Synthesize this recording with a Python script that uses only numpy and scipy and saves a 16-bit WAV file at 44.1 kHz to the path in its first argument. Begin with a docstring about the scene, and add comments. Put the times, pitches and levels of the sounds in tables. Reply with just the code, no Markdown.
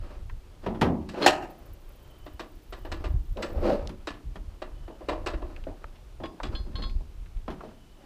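"""Outdoors, on the roof of a pickup's cab: a motorbike is tied down in the bed behind.
Filtered noise bursts and ringing modes make the bed thump, the bike bang and the buckle clack.
Webbing hauled through the buckle is hissing, droning noise; a hook clinks in decaying sines, with dry ticks.
Beneath lie low, gusty wind noise with single eddies, a bed of still air, and faint insects:
one ticks in rasps of high noise, others trill in fuzzy, sagging whistles."""
import sys
import numpy as np
from scipy import signal
from scipy.fft import rfft, irfft, next_fast_len
from scipy.io import wavfile
from scipy.ndimage import uniform_filter1d

SR = 44100
rng = np.random.default_rng(int(sys.argv[2]) if len(sys.argv) > 2 else 0)


def materialize(psi):
    """Save the field psi as 16-bit PCM at rate SR to the path in sys.argv[1].

    A 1-D psi becomes a single channel; in a 2-D psi each row is a channel.
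    """
    bounded = np.clip(np.atleast_2d(psi).T, -1, 1)
    quanta = np.round(bounded * 32767).astype(np.int16)
    wavfile.write(sys.argv[1], SR, quanta)


N = 355005
T = np.arange(N) / SR

# Levels in spectra and modes are relative; the events set how loud they come out.
# bands of a blow, boom, body, clack, snap, fizz: low edge f/Hz, high edge f/Hz, basic t60/s, rise/s
BANDS = [(66.8, 323, 0.9, 0.005), (277, 960, 0.56, 0.00033), (900, 2070, 0.36, 0.00063),
         (2200, 4630, 0.24, 0.0016), (4530, 13000, 0.24, 0.000427)]
BODY_HZ = 509  # a blow's hardness tilts the bands above the boom around this pitch

# dull thumps on the truck bed: t/s, basic level/dB, weight (boom over body)/dB,
# hardness/(dB per octave), ring time/factor
THUMPS = [(.662, -29, -2, -7.5, 0.73), (.745, -40.5, -2, -7, 0.57), (.812, -21.5, -0.5, -4.5, 0.8),
          (3.892, -51, 10, -1.5, 0.4), (4.356, -45.5, -2, -4, 0.33), (4.9, -45, -6.5, -11, 0.44),
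          (5.668, -36.5, -11.5, -13, 0.45), (6.2, -41, -4, -10, 1), (6.662, -53, 8.5, -9, 0.6),
          (6.785, -44, 1.5, -7, 0.83), (7.005, -54.5, 2, -11, 0.21), (7.479, -36, -2.5, -7.5, 0.44),
          (7.502, -44, -2.5, -3.5, 0.75), (7.635, -43, -6.5, -17, 0.85)]
# modes of the bed: f/Hz, level/dB
BED_MODES = [(76, 6), (126, -19), (168, 1), (226, -3.5), (256, -4.5), (305, 6), (344, 0), (372, 11),
             (481, 3.5), (550, 1.5), (598, -1.5), (632, 15), (670, 4.5), (1106, -11), (1191, 3),
             (1243, -47), (1296, 3.5), (1850, -12.5), (2571, -19), (2717, -41), (3209, -41), (3586, -28)]
# diffuse ringing of the bed: f/Hz, level/dB
BED_COLOUR = [(40, -6.5), (110, 3.5), (220, 12), (600, 0), (1000, -1), (1900, -12), (2300, -17),
              (3300, -12), (4500, -27.5), (8000, -43.5), (15000, -45)]

# hardware banging on the bike as the strap snaps taut: t/s, basic level/dB, weight/dB,
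# hardness/(dB per octave), ring time/factor
BANGS = [(1.142, -39, -10, -6.5, 1.7), (1.261, -14.5, -13.5, -2.5, 0.94), (1.422, -41.5, -19, -4.5, 1.4)]
# modes of the bike: f/Hz, level/dB
BIKE_MODES = [(327, 0.5), (362, -2.5), (590, 2.5), (617, 2.5), (689, 8.5), (738, 4), (768, -8), (822, -1.5),
              (961, -3), (1255, 2.5), (1620, -7), (1675, -16.5), (1810, -9.5), (1861, -30), (1928, -6),
              (2452, -21), (2626, -18), (2676, -24), (2741, -16.5), (2862, -21), (2919, -8), (3123, -10),
              (4131, -18), (4302, -31.5), (5554, -22), (6608, -37.5), (7118, -45.5), (7434, -43.5),
              (7624, -33)]
# diffuse ringing of the bike: f/Hz, level/dB
BIKE_COLOUR = [(100, -13.5), (230, -14), (320, -1), (480, -13.5), (780, -5), (1150, -17.5), (1800, -14),
               (2150, -22), (2800, -5.5), (4200, -14), (5500, -25.5), (7500, -21), (9000, -33),
               (15000, -37.5)]

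# clacks of the buckle: t/s, basic level/dB, weight/dB, hardness/(dB per octave), ring time/factor
CLACKS = [(1.089, -50, -11, 0, .9), (2.262, -45, -4, -5, 0.97), (2.394, -38.5, -6, -3, 0.87),
          (2.724, -42.5, -8, -3, .89), (2.849, -41.5, -18.5, -6, 0.66), (2.916, -38.5, -2, -2, 0.86),
          (3.04, -36.5, -6, -4.5, 0.89), (3.372, -40, -26, -9, 1), (3.423, -37, -14, -1.2, 1),
          (4.071, -35, -6, -2.5, .91), (4.618, -36.5, -12.5, -5, .74), (4.877, -45, -1.5, -7.5, .52),
          (5.007, -43.5, -31, -11, 0.72), (5.085, -27.5, -13.5, -5, 0.99), (5.261, -31, -7.5, -3, 0.98),
          (5.334, -37.5, -4, -7, 0.42), (5.418, -38.5, -6, -9, 1), (6.235, -36, -5.5, -7, 0.68),
          (6.431, -39.5, 0, -1.96, 0.75)]
# modes of the buckle on its strap: f/Hz, level/dB
BUCKLE_MODES = [(298, -4), (330, -1), (360, -2.5), (461, -11.5), (493, -14.5), (617, -3.5), (742, -17),
                (1018, -9.5), (1126, -13.5), (1168, -5.5), (1321, -10.5), (1355, -12.5), (1430, -15.5),
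                (1720, -8.5), (1950, -18.5), (2400, -11), (2627, -7.5), (2737, -8.5), (2834, -9),
                (2920, -9), (3480, -9), (3820, -1.5), (4007, -32.5), (4106, -11.5), (4290, -37.5),
                (4443, -48), (5380, -27.5), (6139, -38.5), (7788, -12.5), (8150, -23.5)]
# diffuse ringing of the buckle: f/Hz, level/dB
BUCKLE_COLOUR = [(70, -24), (230, -5.5), (330, 3), (620, 6), (850, -2), (1150, 5), (1950, -6.5),
                 (2250, -16.5), (2800, -11.5), (4400, -18.5), (5800, -30), (8300, -37), (9500, -43.5),
                 (15000, -49)]

# two hauls of webbing through the buckle, each a curve: t/s, effort/dB
PULLS = [
    [(1.14, -26), (1.15, -39), (1.21, -28.5), (1.242, -21), (1.255, -14)],
    [(3.35, -67), (3.376, -34.5), (3.442, -35.5), (3.47, -41.5), (3.608, -34.5), (3.654, -21.5),
     (3.734, -21.5), (3.804, -35), (3.95, -51.5)],
]
# hiss against drone at the reference effort, one per haul: level/dB
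PULL_HISS_DB = [-6, -12.5]
REFERENCE_EFFORT_DB = -22
HISS_GROWTH = 1.05  # dB of hiss gained for each dB of effort
# rustles of loose webbing in the hands: middle t/s, level/dB, half length/s
RUSTLES = [(0.104, -47.5, 0.097), (0.66, -45.5, 0.046), (1.384, -56.5, 0.84), (2.21, -61.5, 0.072),
           (2.998, -51, 0.12), (3.973, -60.5, 0.12), (4.508, -60.5, 0.051), (5.094, -54.5, 0.37),
           (5.694, -55.5, 0.36), (6.524, -50, 0.15), (6.824, -49, 0.083), (7.667, -51, 0.094),
           (8.042, -50, 0.051)]
# tone of the rubbing weave: f/Hz, level/dB
WEBBING_COLOUR = [(100, -5.5), (230, 4), (320, -0.5), (440, 6), (570, -0.5), (800, -3), (1100, -6.5),
                  (1900, -18.5), (2200, -21.5), (2700, -21.5), (3300, -27.5), (4500, -26.5), (7000, -41),
                  (15000, -54)]
# resonances driven by the taut strap: f/Hz, level/dB
STRAP_MODES = [(224, -6.5), (297, -3), (348, 3), (514, -0.5), (562, 5.5), (592, 7), (633, -24), (750, -2.5),
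               (1165, -19.5), (1266, -8.5)]

# clinks of the hook: t/s, level/dB, hardness/(dB per octave),
# level of the ring near 4.2 kHz/dB (above 0 weaker, below 0 stronger)
CLINKS = [(1.222, -29.5, -1, 1), (1.232, -35, -2, -3), (1.244, -35, -1, -6), (6.235, -43.5, -8.5, 14),
          (6.434, -46, -7.5, 21), (6.55, -41, -3, -3), (6.754, -40, -2.5, -0.5), (6.821, -38, -1, -4.5),
          (6.836, -40, -3, 4)]
# modes of the hook: f/Hz, level/dB, t60/s
HOOK_MODES = [(1077, -4.5, 0.24), (1330, -14, 0.16), (1624, -9, 0.13), (2140, -15.5, 0.111),
              (2740, -10, 0.11), (3090, 1.5, 0.072), (3280, -8, 0.14), (3416, 2, 0.17), (3560, -29, 0.138),
              (3820, -5, 0.2), (4190, 3.5, 0.21), (4302, 1.5, 0.25), (4901, -7, 0.37), (6840, -24, .26)]
# small dry ticks of the hardware: t/s, level/dB, centre f/Hz, t60/s
TICKS = [(.297, -42, 1380, 0.041), (3.371, -45.5, 2940, 0.037), (3.874, -33, 3800, 0.0064),
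         (4.14, -55.5, 2540, .13), (5.42, -70, 2760, .14), (5.563, -42, 1990, .028),
         (5.639, -47.5, 2200, 0.023), (5.842, -29, 900, 0.015), (5.957, -58, 2450, .08),
         (6.257, -42, 2200, .05), (6.401, -34.5, 900, 0.057), (6.471, -45.5, 3160, .02),
         (6.487, -47.5, 2400, 0.018), (6.896, -50.5, 2820, .061), (7.26, -55.5, 1850, 0.054),
         (7.37, -55.5, 2200, .03), (7.479, -36.5, 900, 0.082), (7.607, -36.5, 800, 0.07)]

# strength of the wind at the microphone, before gusts and trim: t/s, level/dB
WIND = [(0.0, -32), (0.29, -32.5), (0.49, -44.5), (0.94, -39), (1.08, -44.5), (2.62, -47), (3.2, -27),
        (3.27, -45.5), (3.32, -30), (3.45, -41), (3.59, -28), (4.21, -50), (4.26, -37.5), (4.71, -43),
        (4.8, -33), (4.97, -54), (5.11, -35.5), (6.1, -42.5), (6.14, -32.5), (6.37, -49), (6.43, -35),
        (6.99, -33.5), (7.33, -45.5), (7.38, -33), (7.42, -42), (8.05, -56)]
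# tone of the wind: f/Hz, level/dB
WIND_COLOUR = [(10, -20), (26, 6.5), (50, -0.5), (78, -5), (115, -14), (170, -25), (300, -44), (800, -86)]
# single eddies striking the microphone: t/s, peak level/dB, f/Hz
EDDIES = [(3.07, -23.5, 44.7), (3.109, -21, 50.3), (3.147, -18, 84), (3.168, -25, 35.7),
          (3.316, -23.5, 32.7), (3.574, -25, 42.3), (5.361, -25, 45.3), (5.44, -28, 35), (6.44, -31, 36),
          (6.548, -24.5, 37.6), (6.607, -22.5, 41.6), (6.754, -22.5, 64), (6.966, -19, 44.3),
          (7.369, -24, 37)]

# tone of the outdoor air: f/Hz, level/dB
AIR_COLOUR = [(59, -25), (100, -3), (140, -5.5), (274, -9), (383, -8), (482, -13), (983, -17),
              (1880, -23.5), (2920, -22.5), (7350, -31), (13800, -36), (15000, -37.5)]
AIR_DB = -59.0
# an insect high in the trees ticks, then doubles its pace: start t/s, length/s, strokes/(per s),
# starting level/dB, swell/(dB per s)
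TICKING = [(1.403, 1.6, 13.4, -70, 0.5), (2.995, .78, 27, -77, 15)]
# swells of a distant insect trill: middle t/s, level/dB, half length/s, middle f/Hz
TRILLS = [(2.2, -69, 0.27, 3040), (2.88, -70, 0.14, 3000), (4.87, -71, 0.16, 3000),
          (7.9, -72.5, 0.37, 2990)]
TRILL_SAG_HZ_PER_S, TRILL_WAVER_HZ = 330, 35

EDGE_HZ = 15400  # top of the treble


def amp(db):
    """Decibels to gain."""
    return 10 ** (np.asarray(db) / 20)


def evened(x):
    """Scales to rms 1."""
    return x / np.sqrt(np.mean(x ** 2) + 1e-20)


def add(mix, s, sound):
    """Lays a sound into the mix at s seconds."""
    part = mix[max(round(s * SR), 0):][:len(sound)]
    part += sound[:len(part)]


def band(x, low_hz, high_hz, order=3):
    """Causal band-pass."""
    edges_hz = [low_hz, min(high_hz, SR / 2 - 100)]
    return signal.sosfilt(signal.butter(order, edges_hz, "band", fs=SR, output="sos"), x)


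def coloured(x, points):
    """Shapes x by a curve of (f/Hz, level/dB) points, at rms 1."""
    hz, db = np.transpose(points)
    size = next_fast_len(len(x))
    bins_hz = np.fft.rfftfreq(size, 1 / SR)
    gain = amp(np.interp(np.log(bins_hz + 1), np.log(hz), db))
    return evened(irfft(rfft(x, size) * gain, size)[:len(x)])


def wander(per_s):
    """Random motion of rms 1 with per_s turning points a second; it holds still once 4096 are spent."""
    knots = rng.standard_normal(4096)
    return evened(np.interp(T * per_s, np.arange(len(knots)), knots))


def swell(middle_s, half_s):
    """A smooth rise and fall, of height 1."""
    return np.exp(-np.minimum(((T - middle_s) / half_s) ** 2, 50))


def blows(events, modes, colour, bands_db, tonal_db, clatter_db, clatter_s, spread_db, detune,
          crunch_db, mode_ring, body_ring):
    """Each blow clatters briefly, rings the object's modes and echoes; weight booms, hardness brightens.

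    Per band, bands_db is how readily the object sounds and tonal_db how clearly its modes ring."""
    out, t = np.zeros(N), T[:SR * 3 // 4]
    head = SR // 25  # the first 40 ms set the level
    hz, mode_db = np.transpose(modes)[:, :, None]
    octaves = np.log2([np.sqrt(low_hz * high_hz) / BODY_HZ for low_hz, high_hz, _, _ in BANDS])
    for s, level_db, weight_db, hardness_db, ring in events:
        tilt_db = np.append(weight_db, hardness_db * octaves[1:])
        levels_db = level_db + np.array(bands_db) + tilt_db
        # contact point and strap tension differ each time
        share, phase, shift = rng.standard_normal((3, len(modes), 1))
        mode_gain = amp(mode_db + spread_db * share)
        mode_hz = hz * (1 + detune * shift)
        tones = (mode_gain * np.sin(2 * np.pi * (mode_hz * t + phase))).sum(0)
        clatter = 1 + amp(clatter_db) * np.exp(-(t / clatter_s) ** 2)  # loud until the parts settle
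        echoes = coloured(rng.standard_normal(len(t)), colour)
        echoes = echoes * amp(crunch_db * wander(300)[:len(t)])
        for db, modes_db, (low_hz, high_hz, t60, rise_s) in zip(levels_db, tonal_db, BANDS):
            # light parts hold their low notes less long
            ring_s = t60 * max(ring, .1) * (body_ring if low_hz < BODY_HZ else 1)
            rise, fall_db = 1 - np.exp(-t / rise_s), -60 * t / ring_s
            layers = np.array([tones * amp(fall_db / mode_ring), echoes * amp(fall_db)])
            ringing, diffuse = band(layers * rise * clatter, low_hz, high_hz)
            part = amp(modes_db) * ringing / np.std(ringing[:head]) + diffuse / np.std(diffuse[:head])
            add(out, s, amp(db) * part / np.std(part[:head]))
    return out


def bed_thumps():
    """The truck bed is struck: dull, with steady, mildly detuned modes."""
    return blows(THUMPS, BED_MODES, BED_COLOUR,
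                 bands_db=(0.27, -0.077, 0.92, 0.38, -1.2), tonal_db=(-2.5, -5, -4.5, -12, -10),
                 clatter_db=-9, clatter_s=.016, spread_db=0.4, detune=0.0074,
                 crunch_db=1.0, mode_ring=1.06, body_ring=1.0)


def bike_bangs():
    """Hardware strikes the bike: its modes ring clearly and their balance varies from bang to bang."""
    return blows(BANGS, BIKE_MODES, BIKE_COLOUR,
                 bands_db=(-0.94, -0.012, -0.68, 0.77, -2.1), tonal_db=(-1, -2, -5, -4, -3),
                 clatter_db=-3.0, clatter_s=0.03, spread_db=4.3, detune=0.00081,
                 crunch_db=-2.4, mode_ring=0.86, body_ring=0.88)


def buckle_clacks():
    """The buckle clacks on its strap: strong clatter, and low notes that die a little sooner."""
    return blows(CLACKS, BUCKLE_MODES, BUCKLE_COLOUR,
                 bands_db=(0.58, -0.34, 0.53, 0.32, -3.3), tonal_db=(-0.5, -1, -3.0, -5.0, -11),
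                 clatter_db=-1.0, clatter_s=0.022, spread_db=3, detune=.008,
                 crunch_db=2.5, mode_ring=0.94, body_ring=0.85)


def webbing(drone_modes_db=10, mode_width_hz=20, grain_db=1.15, flutter_db=-1.63, pull_db=-1,
            rustle_flutter_db=3, rustle_hiss_db=-5):
    """The weave rubs in fine slips: a hiss at the buckle, and a drone where the taut strap drives the bed."""
    t = T[:SR // 4]
    modes = sum(amp(db) * np.cos(2 * np.pi * hz * t) for hz, db in STRAP_MODES)
    modes = modes * np.exp(-np.pi * mode_width_hz * t)
    # impulse response: the direct rub plus the ringing modes
    response = (t == 0) + amp(drone_modes_db) * 2 * np.pi * mode_width_hz / SR * modes
    slips = rng.standard_normal(N) * amp(grain_db * wander(990))
    rub = coloured(signal.fftconvolve(slips, response)[:N], WEBBING_COLOUR)
    drone = evened(band(rub, 130, 930))
    hiss = evened(band(rub, 1525, 22000, order=2))
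    hauled = np.zeros(N)
    for pull, hiss_db in zip(PULLS, PULL_HISS_DB):
        s, effort_db = np.transpose(pull)
        gate = uniform_filter1d(1. * ((T > s[0]) & (T < s[-1])), size=600)
        effort = amp(np.interp(T, s, effort_db) - REFERENCE_EFFORT_DB)
        hauled += gate * (drone * effort + amp(hiss_db) * hiss * effort ** HISS_GROWTH)
    hauled = hauled * amp(REFERENCE_EFFORT_DB + pull_db + flutter_db * wander(70))
    handling = sum(amp(db) * swell(s, half_s) for s, db, half_s in RUSTLES)
    loose = (drone + amp(rustle_hiss_db) * hiss) * handling * amp(rustle_flutter_db * wander(45))
    return hauled + loose


def hook_clinks(scrape_db=-4, scrape_t60=0.046, spread_db=3.3, centre_hz=4150, width_hz=450):
    """The steel hook rings with a brief scrape; hardness tilts it, and each clink has its own ring near centre_hz."""
    out, t = np.zeros(N), T[:SR // 2]
    hz, mode_db, t60 = np.transpose(HOOK_MODES)[:, :, None]
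    nearness = np.exp(-((hz - centre_hz) / width_hz) ** 2)
    rise = 1 - np.exp(-t / 0.0013)
    for s, db, hardness_db, cut_db in CLINKS:
        share, phase = rng.standard_normal((2, len(HOOK_MODES), 1))
        start_db = mode_db + spread_db * share + hardness_db * np.log2(hz / 4000) - cut_db * nearness
        ring = (amp(start_db - 60 * t / t60) * np.sin(2 * np.pi * (hz * t + phase))).sum(0)
        scrape = band(rng.standard_normal(len(t)) * amp(-60 * t / scrape_t60), 610, 2900, order=2)
        scrape = scrape / np.std(scrape[:SR // 200])  # levelled on its first 5 ms
        add(out, s, amp(db) * (ring / 2 + amp(scrape_db) * scrape) * rise)
    return out


def hardware_ticks(tail_db=-24, tail_t60=0.045, span_octaves=1.05):
    """Tiny contacts as short bursts of banded noise, each with a faint tail for the bed's echo."""
    out, t = np.zeros(N), T[:SR // 5]
    half_span = 2 ** (span_octaves / 2)
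    for s, db, hz, t60 in TICKS:
        fade = amp(-60 * t / t60) + amp(tail_db - 60 * t / tail_t60)
        noise = rng.standard_normal(len(t))
        # the unfaded noise serves only to set the level
        tick, steady = band(np.array([noise * fade, noise]), hz / half_span, hz * half_span, order=2)
        add(out, s, amp(db) * tick / np.std(steady))
    return out


def wind(trim_db=-2.5, gust_db=3.5, gusts_per_s=14):
    """Lumpy low turbulence in quick gusts, with single eddies that push and pull once."""
    turbulence = coloured(rng.standard_normal(N), WIND_COLOUR)
    turbulence /= np.sqrt(uniform_filter1d(turbulence ** 2, size=SR // 6))
    out = turbulence * amp(trim_db + np.interp(T, *np.transpose(WIND)) + gust_db * wander(gusts_per_s))
    for s, db, hz in EDDIES:
        u = (np.pi * hz * (T - s)) ** 2
        out += amp(db) * (1 - 2 * u) * np.exp(-np.minimum(u, 50))
    return out


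def ticking_insect(stroke_width=0.17, backstroke_db=-6, rasp_db=3.5, low_hz=11800):
    """Each wing stroke is a broken rasp, with a weaker one on the way back."""
    out = np.zeros(N)
    rasp = band(rng.standard_normal(N), low_hz, 17600, order=2) * amp(rasp_db * wander(120))
    for s, length, rate, db, swell_db in TICKING:
        t = T[:int(length * SR)]
        cycle = np.array([t * rate, t * rate + .5]) % 1  # the backstroke lies half a cycle away
        forth, back = np.exp(-((cycle - .5) / stroke_width) ** 2)
        strokes = evened(rasp[:len(t)] * (forth + amp(backstroke_db) * back))
        add(out, s, amp(db + swell_db * t) * strokes)
    return out


def trilling_insects(width_hz=90, fuzz_db=-3):
    """Fuzzy whistles that swell and fade while their pitch sags."""
    flicker = evened(band(rng.standard_normal(N), 5, width_hz, order=2))
    fuzz = np.sqrt(2) * evened(1 + amp(fuzz_db) * flicker)
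    out = np.zeros(N)
    for s, db, half_s, hz in TRILLS:
        pitch = hz - TRILL_SAG_HZ_PER_S * (T - s) + TRILL_WAVER_HZ * wander(150)
        out += amp(db) * swell(s, half_s) * np.sin(2 * np.pi * np.cumsum(pitch) / SR)
    return fuzz * out


def still_air():
    """Still outdoor air: steady noise that darkens towards the treble."""
    return amp(AIR_DB) * coloured(rng.standard_normal(N), AIR_COLOUR)


def scene():
    """Every source summed at one microphone."""
    tie_down = bed_thumps() + bike_bangs() + buckle_clacks() + webbing() + hook_clinks() + hardware_ticks()
    background = wind() + ticking_insect() + trilling_insects() + still_air()
    return (tie_down + background)[None]


def record(dry):
    """Cuts the treble above EDGE_HZ with a steep linear-phase low-pass."""
    low_pass = signal.firwin(511, EDGE_HZ, window=("kaiser", 9), fs=SR)
    return signal.oaconvolve(dry, low_pass[None], "same")


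dry = scene()
out = record(dry)
materialize(out)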